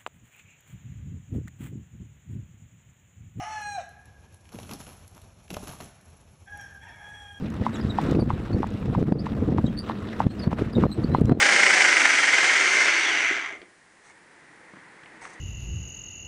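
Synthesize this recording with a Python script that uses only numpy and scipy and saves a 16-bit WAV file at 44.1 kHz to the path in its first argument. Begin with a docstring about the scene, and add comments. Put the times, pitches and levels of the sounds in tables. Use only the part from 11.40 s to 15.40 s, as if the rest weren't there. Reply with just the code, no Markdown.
"""A plastic circular knitting machine clatters, cranked by a power drill close by in a small room. Needles and
gear teeth click and make the plastic housing ring, surging once per crank turn. The drill's motor whines and
whirrs, falling in pitch as it slows and stops. Then the machine is handled, with light knocks and scrapes,
while the background noise slowly rises."""
import sys
import numpy as np
from scipy import signal
from scipy.fft import rfft, irfft
from scipy.io import wavfile

SR = 44100
rng = np.random.default_rng(int(sys.argv[2]) if len(sys.argv) > 2 else 0)


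def to_wav(s):
    """Save 16-bit WAV."""
    ch = np.atleast_2d(s).T  # columns
    pcm = np.round(np.clip(ch, -1, 1) * 32767)  # PCM
    wavfile.write(sys.argv[1], SR, pcm.astype(np.int16))


N = 176400
T = np.arange(N) / SR

# how fast the crank goes round: time_s, turns_per_s
CRANK_SPEED = [(0, 29.53), (.2, 28.85), (.4, 27.02), (.6, 23.9), (.8, 20.95), (1, 18.83), (1.3, 15.6),
               (1.5, 12.64), (1.66, 8.4), (1.88, 5.4), (2.08, 2.5), (2.21, 0)]
# loudness of the clatter in four pitch bands: time_s, body_db, bass_db, treble_db, top_db
CLATTER_LEVELS = [(0.0, -12.5, -36, -30.5, -35), (0.02, -18, -31.5, -30, -41),
                  (0.41, -18.5, -33, -30.5, -41.5), (0.87, -20, -38, -34, -42.5),
                  (1.03, -18.5, -34, -32, -42.5), (1.15, -19, -37, -33.5, -42.5),
                  (1.45, -20, -34.5, -34.5, -41.5), (1.48, -18, -35.5, -34.5, -45),
                  (1.53, -20.5, -39.5, -36, -43.5), (1.83, -24, -37.5, -40, -47.5),
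                  (1.88, -23.5, -48, -43, -49), (1.91, -24, -38, -44.5, -50), (1.94, -26.5, -44, -45, -52),
                  (2.06, -33, -50, -53.5, -60), (2.19, -49, -45.5, -71, -71)]
# tone of the plastic housing when running fast and slowly: pitch_hz, level_db
FAST_HOUSING_TONE = [(18, -76), (30, -43), (81, -44.5), (157, -30.5), (190, -26.5), (243, -21), (274, -16),
                     (333, -15), (404, -21.5), (445, -17), (503, -12), (657, -15.5), (798, -12),
                     (1120, -15.5), (1540, -4), (1740, -4.5), (2060, -0.5), (2690, -10.5), (3110, -11),
                     (4070, -20), (6000, -20), (8230, -23), (10000, -30.5), (13000, -77), (22000, -120)]
SLOW_HOUSING_TONE = [(18, -77), (30, -53), (54, -46), (79, -50.5), (120, -32.5), (249, -26), (333, -11),
                     (367, -26.5), (404, -13), (456, -22), (515, -21), (641, -14.5), (707, -14),
                     (1120, -16), (1620, -5), (1820, -8), (2060, 1.5), (2270, -2.5), (2560, -11.5),
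                     (3190, -11), (3970, -17.5), (4590, -18), (5190, -23.5), (6000, -15.5), (10000, -43),
                     (13000, -61.5), (22000, -120)]
# pitches at which the housing rings most sharply: pitch_hz, width_hz, boost_db
HOUSING_PEAKS = [(335, 37, 1.5), (393, 37, 7.5), (1620, 210, 1.5), (2130, 44, 0), (5000, 85, 0.5),
                 (6000, 240, 2.5)]
# needles that catch and snap free: start_s, level_db
NEEDLE_SNAPS = [(.058, -6), (.162, -5), (.447, -7), (.569, -2), (.656, -2), (.938, -7), (1.212, -5),
                (1.484, -3), (1.751, -10), (1.899, -10)]
# tone of one snap: pitch_hz, level_db
SNAP_TONE = [(100, -39.5), (1000, -3), (1600, 5), (2100, 14), (2700, -11.5), (6000, -18), (10000, -32)]
# notes in the motor's whine: multiple_of_motor_speed, level_db
WHINE_NOTES = [(1, -50), (2, -46), (3, -45), (4, -34), (8, -29)]
# loudness of the motor's whirr at each pitch it passes: pitch_hz, level_db
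WHIRR_LEVELS = [(200, -66), (800, -50), (1500, -37), (1950, -32), (2250, -25.5), (2600, -35), (3300, -32.5),
                (4100, -46), (6200, -39), (7200, -46), (8400, -44), (10000, -54)]
# knocks of the drill and the frame: start_s, thud_hz, thud_fade_s, thud_db, tick_db, tick_hz
FRAME_KNOCKS = [(1.345, 396, .1, -16, -44, 2000), (1.469, 380, .06, -20, -38, 2000),
                (1.909, 330, .06, -18, -35, 2000), (2.217, 335, .12, -31, -29.5, 2400),
                (2.228, 335, .1, -35, -36, 1700), (3.336, 200, .04, -30, -30.5, 1200),
                (3.358, 300, .03, -38, -33, 1500), (3.369, 260, .04, -33, -32, 1400),
                (3.635, 140, .048, -40, -35, 2500), (3.659, 138, .048, -49, -33, 2300),
                (3.8533, 1150, .02, -25.5, -29, 1500)]
# tone of a knock's dull thud and its plastic tick: multiple_of_pitch, level_db
THUD_TONE = [(.2, -29), (.6, -7.5), (1, 4.5), (1.6, -5), (2.5, -11), (3.5, -21), (8, -42), (30, -65)]
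TICK_TONE = [(.05, -26), (.3, -10), (.6, -4), (1, 1), (1.25, -2), (1.5, -10), (1.9, -12), (2.5, -25),
             (5, -34), (14, -60)]
# light scrapes on the plastic: start_s, length_s, rub_db, hiss_db
PLASTIC_SCRAPES = [(2.634, 0.086, -58.5, -61.5), (3.809, 0.062, -45, -52.5), (3.867, 0.085, -60, -58)]
# tone of a scrape's low rub and its high hiss: pitch_hz, level_db
RUB_TONE = [(100, -10), (500, -6), (950, 3), (1400, -3), (2200, 4), (3000, -35), (10000, -56)]
HISS_TONE = [(1000, -18), (3600, -5), (5200, -6), (6300, 2), (7200, -7), (8100, -1), (10000, -10.5)]
# time the room's echo takes to fade by 60 dB: pitch_hz, fade_s
ECHO_FADE = [(100, 0.38), (350, 0.36), (1000, 0.53), (3000, 0.32), (10000, 0.059)]
# tone of the room noise, and of the rumble in both frame and room: pitch_hz, level_db
ROOM_NOISE_TONE = [(15, -60), (25, -13), (43, -19), (118, -9.5), (156, -3.5), (251, -5), (331, 0.5),
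                   (384, -4.5), (482, -3.5), (634, -7.5), (857, -4), (1280, -7), (1910, 1.5), (2860, -16.5),
                   (10000, -39.5), (13000, -56), (22000, -120)]
RUMBLE_TONE = [(20, -24), (50, -7), (100, 3.5), (200, -5), (500, -34)]
# loudness of the background noise, sinking and then slowly rising: time_s, level_db
ROOM_NOISE_LEVELS = [(0, -50.5), (2.35, -59), (2.7, -56), (3.2, -52), (3.6, -50.5), (4, -48)]


def clatter(speed, turns, full_speed=26, crawl_speed=.99, spots=16):
    """Needles and gear teeth ring many spots on the housing, surging once per crank turn."""
    pace = np.minimum(speed / full_speed, 1)
    teeth_gain = amp(-2 - 7 * pace)  # the teeth stand out more at low speed
    clicks = needle_hits(speed) + teeth_gain * gear_teeth(speed, turns)
    clicks = clicks / np.hypot(1, teeth_gain) * rng.choice([-1, 1], N)
    spot = rng.integers(0, spots, N)
    ringing = sum(through(clicks * (spot == k), ring(fade_s=.03)) for k in range(spots))
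    struck = housing(clicks + amp(-.5) * ringing, pace)
    bursts = np.sqrt(abs(through(clicks ** 2, np.exp(-T[:4096] / .00095))))  # each hit scrapes briefly
    sizzle = housing(bursts * rng.standard_normal(N), pace)
    surge_depth_db = 4.4 * pace ** 1.7 * (1 + .25 * wander(rate_hz=6.7))
    surge_db = surge_depth_db * np.cos(2 * np.pi * (turns - .79))
    fade_out = np.minimum(speed / crawl_speed, 1)
    hz = np.fft.rfftfreq(N, 1 / SR)
    to_bass, to_body, to_treble = (1 / (1 + (hz / edge_hz) ** 12) for edge_hz in (800, 3800, 7000))

    def band(x, passed, column, trim_db, surge_share):
        """One pitch band of the clatter at its own loudness."""
        sound = irfft(rfft(x) * passed, N)
        level_db = curve(CLATTER_LEVELS, column) + trim_db + surge_share * surge_db
        return sound / np.std(sound[speed > 0]) * amp(level_db) * fade_out

    return (band(struck, to_body - to_bass, column=1, trim_db=-1.2, surge_share=.85)
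            + band(struck, to_bass, column=2, trim_db=-2.02, surge_share=.21)
            + band(sizzle, to_treble - to_body, column=3, trim_db=2.14, surge_share=.063)
            + band(sizzle, 1 - to_treble, column=4, trim_db=1.87, surge_share=.42))


def needle_hits(speed, hits_per_turn=38, extra_hits_per_s=520, spread_db=2.6):
    """Needles click unevenly in their slots, more often at speed and never at rest."""
    rate = hits_per_turn * speed + extra_hits_per_s
    hits_so_far = np.cumsum(rate * (speed > 0)) / SR
    due = np.flatnonzero(np.diff(np.floor(hits_so_far)))
    late, strength = np.clip(rng.standard_normal((len(due), 2)), -2, 2).T
    hits = np.zeros(N)
    hits[abs(due + (.5 * late * SR / rate[due]).astype(int))] = amp(spread_db * strength)
    return hits * np.sqrt(SR / rate)


def gear_teeth(speed, turns, teeth_per_turn=27.5, jitter_s=.00044, spread_db=1.5):
    """Each gear tooth clicks as it meets the next, a little early or late."""
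    due = np.flatnonzero(np.diff(np.floor(turns * teeth_per_turn)))
    late, strength = np.clip(rng.standard_normal((len(due), 2)), -2, 2).T
    teeth = np.zeros(N)
    teeth[abs(due + (late * jitter_s * SR).astype(int))] = amp(spread_db * strength)
    return teeth * np.sqrt(SR / (teeth_per_turn * (speed + 1)))


def housing(x, pace):
    """The plastic shell shapes the tone; its ringing pitches stand out more as the machine slows."""
    fast = through(x * pace, tone_filter(FAST_HOUSING_TONE, HOUSING_PEAKS))
    slow = through(x * (1 - pace), tone_filter(SLOW_HOUSING_TONE, HOUSING_PEAKS))
    return fast + slow


def needle_snaps(boost_db=5):
    """Caught needles snap free and ring the housing."""
    out = np.zeros(N)
    for start_s, level_db in NEEDLE_SNAPS:
        add(out, start_s, amp(level_db + boost_db) * strike(SNAP_TONE, fade_s=.025))
    return out


def motor(speed, spins_per_turn=6.97, waver=.011, weak_below_hz=210):
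    """The drill's motor and first gear sing at multiples of its wavering speed and shake the frame."""
    hz = spins_per_turn * speed * (1 + waver * wander(rate_hz=55))
    phase = 2 * np.pi * np.cumsum(hz) / SR
    whine = np.zeros(N)
    for multiple, level_db in WHINE_NOTES:
        gain = amp(level_db + 3.3 * wander(rate_hz=39))
        low_fade = np.minimum(multiple * hz / weak_below_hz, 1) ** 2
        whine += gain * low_fade * np.sin(multiple * phase)
    pace = speed / speed.max()
    shake = amp(-67.5) * through(rng.standard_normal(N), tone_filter(RUMBLE_TONE))
    return whine * pace ** 4.5 + shake * pace


def motor_whirr(speed, cycles_per_turn=405):
    """The drill's motor makes a raspy whirr that slides down as it slows."""
    hz = cycles_per_turn * speed
    rasp = unit(resonate(rng.standard_normal(N), hz, width_hz=420))
    return rasp * amp(read(WHIRR_LEVELS, hz)) * (speed > 0)  # loudest where the housing rings


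def knocks(boost_db=7):
    """The drill and the frame get knocked: each time a dull thud with a plastic tick."""
    out = np.zeros(N)
    for start_s, thud_hz, thud_fade_s, thud_db, tick_db, tick_hz in FRAME_KNOCKS:
        thud = strike(np.array(THUD_TONE) * [thud_hz, 1], thud_fade_s)
        tick = strike(np.array(TICK_TONE) * [tick_hz, 1], fade_s=.028, contact=.35)
        add(out, start_s, amp(thud_db) * thud + amp(tick_db) * tick)
    return amp(boost_db) * out


def scrapes(rise_s=.008, fall_s=.02, grain_db=3):
    """Short slides on the plastic give a grainy rub and hiss."""
    rub, hiss = np.zeros((2, N))
    for start_s, length_s, rub_db, hiss_db in PLASTIC_SCRAPES:
        rise = np.clip((T - start_s) / rise_s, 0, 1)
        fall = np.clip((start_s + length_s - T) / fall_s + .5, 0, 1)
        rub += rise * fall * amp(rub_db)
        hiss += rise * fall * amp(hiss_db)
    grains = unit(rng.standard_normal(N) * amp(grain_db * wander(rate_hz=720)))
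    return through(grains * rub, tone_filter(RUB_TONE)) + through(grains * hiss, tone_filter(HISS_TONE))


def room_echo(x, size=22050, directions=3, sway_hz=.848):
    """A short echo whose highs die first; the reflections shift as the machine sways."""
    out = np.zeros(N)
    for k in range(directions):
        hz, time_s, noise = signal.stft(rng.standard_normal(size), SR, nperseg=256)
        fade = amp(-60 * time_s / read(ECHO_FADE, hz)[:, None])
        tail = signal.istft(noise * fade, SR, nperseg=256)[1]
        facing = np.cos(np.pi * (2 * sway_hz * T + k / directions)) * np.sqrt(2 / directions)
        out += through(x * facing, tail / np.linalg.norm(tail))
    return out


def room_noise(rumble_db=-79, hiss_db=-61):
    """Background noise sinks, then slowly rises again, over a steady rumble and a faint even hiss."""
    air, rumble, hiss = rng.standard_normal((3, N))
    return (through(air, tone_filter(ROOM_NOISE_TONE)) * amp(curve(ROOM_NOISE_LEVELS))
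            + amp(rumble_db) * through(rumble, tone_filter(RUMBLE_TONE)) + amp(hiss_db) * hiss)


def strike(tone, fade_s, contact=1):
    """A sharp contact followed by a short ring."""
    hit = ring(fade_s)
    hit[0] += contact
    return through(hit, tone_filter(tone))


def ring(fade_s, size=6000):
    """Many pitches ringing at once, dying away by 60 dB in fade_s."""
    tail = rng.standard_normal(size) * amp(-60 * np.arange(size) / SR / fade_s)
    return tail / np.linalg.norm(tail)


def tone_filter(tone, peaks=(), size=4096):
    """Builds a filter from a tone table and extra ringing peaks."""
    hz = np.fft.rfftfreq(size, 1 / SR)
    peaks_db = sum(boost / (1 + (2 * (hz - pitch) / width) ** 2) for pitch, width, boost in peaks)
    log_gain = np.log(amp(read(tone, hz) + peaks_db))
    forward_only = 1 + np.sign(np.fft.fftfreq(size))  # nothing sounds before the hit
    response = irfft(np.exp(rfft(irfft(log_gain) * forward_only)))
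    return response / np.linalg.norm(response)


def resonate(x, hz, width_hz):
    """Keeps a narrow band of sound around a moving pitch."""
    spin = np.exp(2j * np.pi * np.cumsum(hz) / SR)
    decay = np.exp(-np.pi * width_hz / SR)
    smoothed = signal.lfilter([(1 - decay) ** 2], [1, -2 * decay, decay ** 2], x / spin)
    return 2 * (spin * smoothed).real


def wander(rate_hz):
    """Random drift, mostly slower than rate_hz."""
    hz = np.fft.rfftfreq(N, 1 / SR)
    return unit(irfft(rfft(rng.standard_normal(N)) / (1 + (hz / rate_hz) ** 4), N))


def amp(db):
    """Turns decibels into a gain."""
    return 10 ** (np.asarray(db) / 20)


def unit(x):
    """Scales a signal to an average strength (rms) of one."""
    return x / np.sqrt(np.mean(x ** 2) + 1e-20)


def curve(rows, column=1):
    """One column of a time table, at every sample."""
    rows = np.array(rows)
    return np.interp(T, rows[:, 0], rows[:, column])


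def read(rows, hz):
    """Looks up a pitch table, gliding between its rows."""
    pitch_hz, value = np.transpose(rows)
    return np.interp(np.log(hz + 1), np.log(pitch_hz + 1), value)


def add(mix, start_s, sound):
    """Mixes a sound in at a given time."""
    part = mix[max(round(start_s * SR), 0):][:len(sound)]
    part += sound[:len(part)]


def through(x, response):
    """Passes a sound through a filter, keeping its length."""
    return signal.fftconvolve(x, response)[:len(x)]


def scene():
    """Knitting machine, drill and handling in the room."""
    speed = curve(CRANK_SPEED)
    turns = np.cumsum(speed) / SR
    near = clatter(speed, turns) + motor(speed) + motor_whirr(speed)
    near += needle_snaps() + knocks() + scrapes()
    return (near + amp(-11.5) * room_echo(near) + room_noise())[None]


def record(dry, cutoff_hz=10150):
    """Cuts off the highest treble steeply."""
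    low_pass = signal.firwin(511, cutoff_hz, window=("kaiser", 9), fs=SR)
    return signal.oaconvolve(dry, low_pass[None], "same")


dry = scene()
out = record(dry)
to_wav(out)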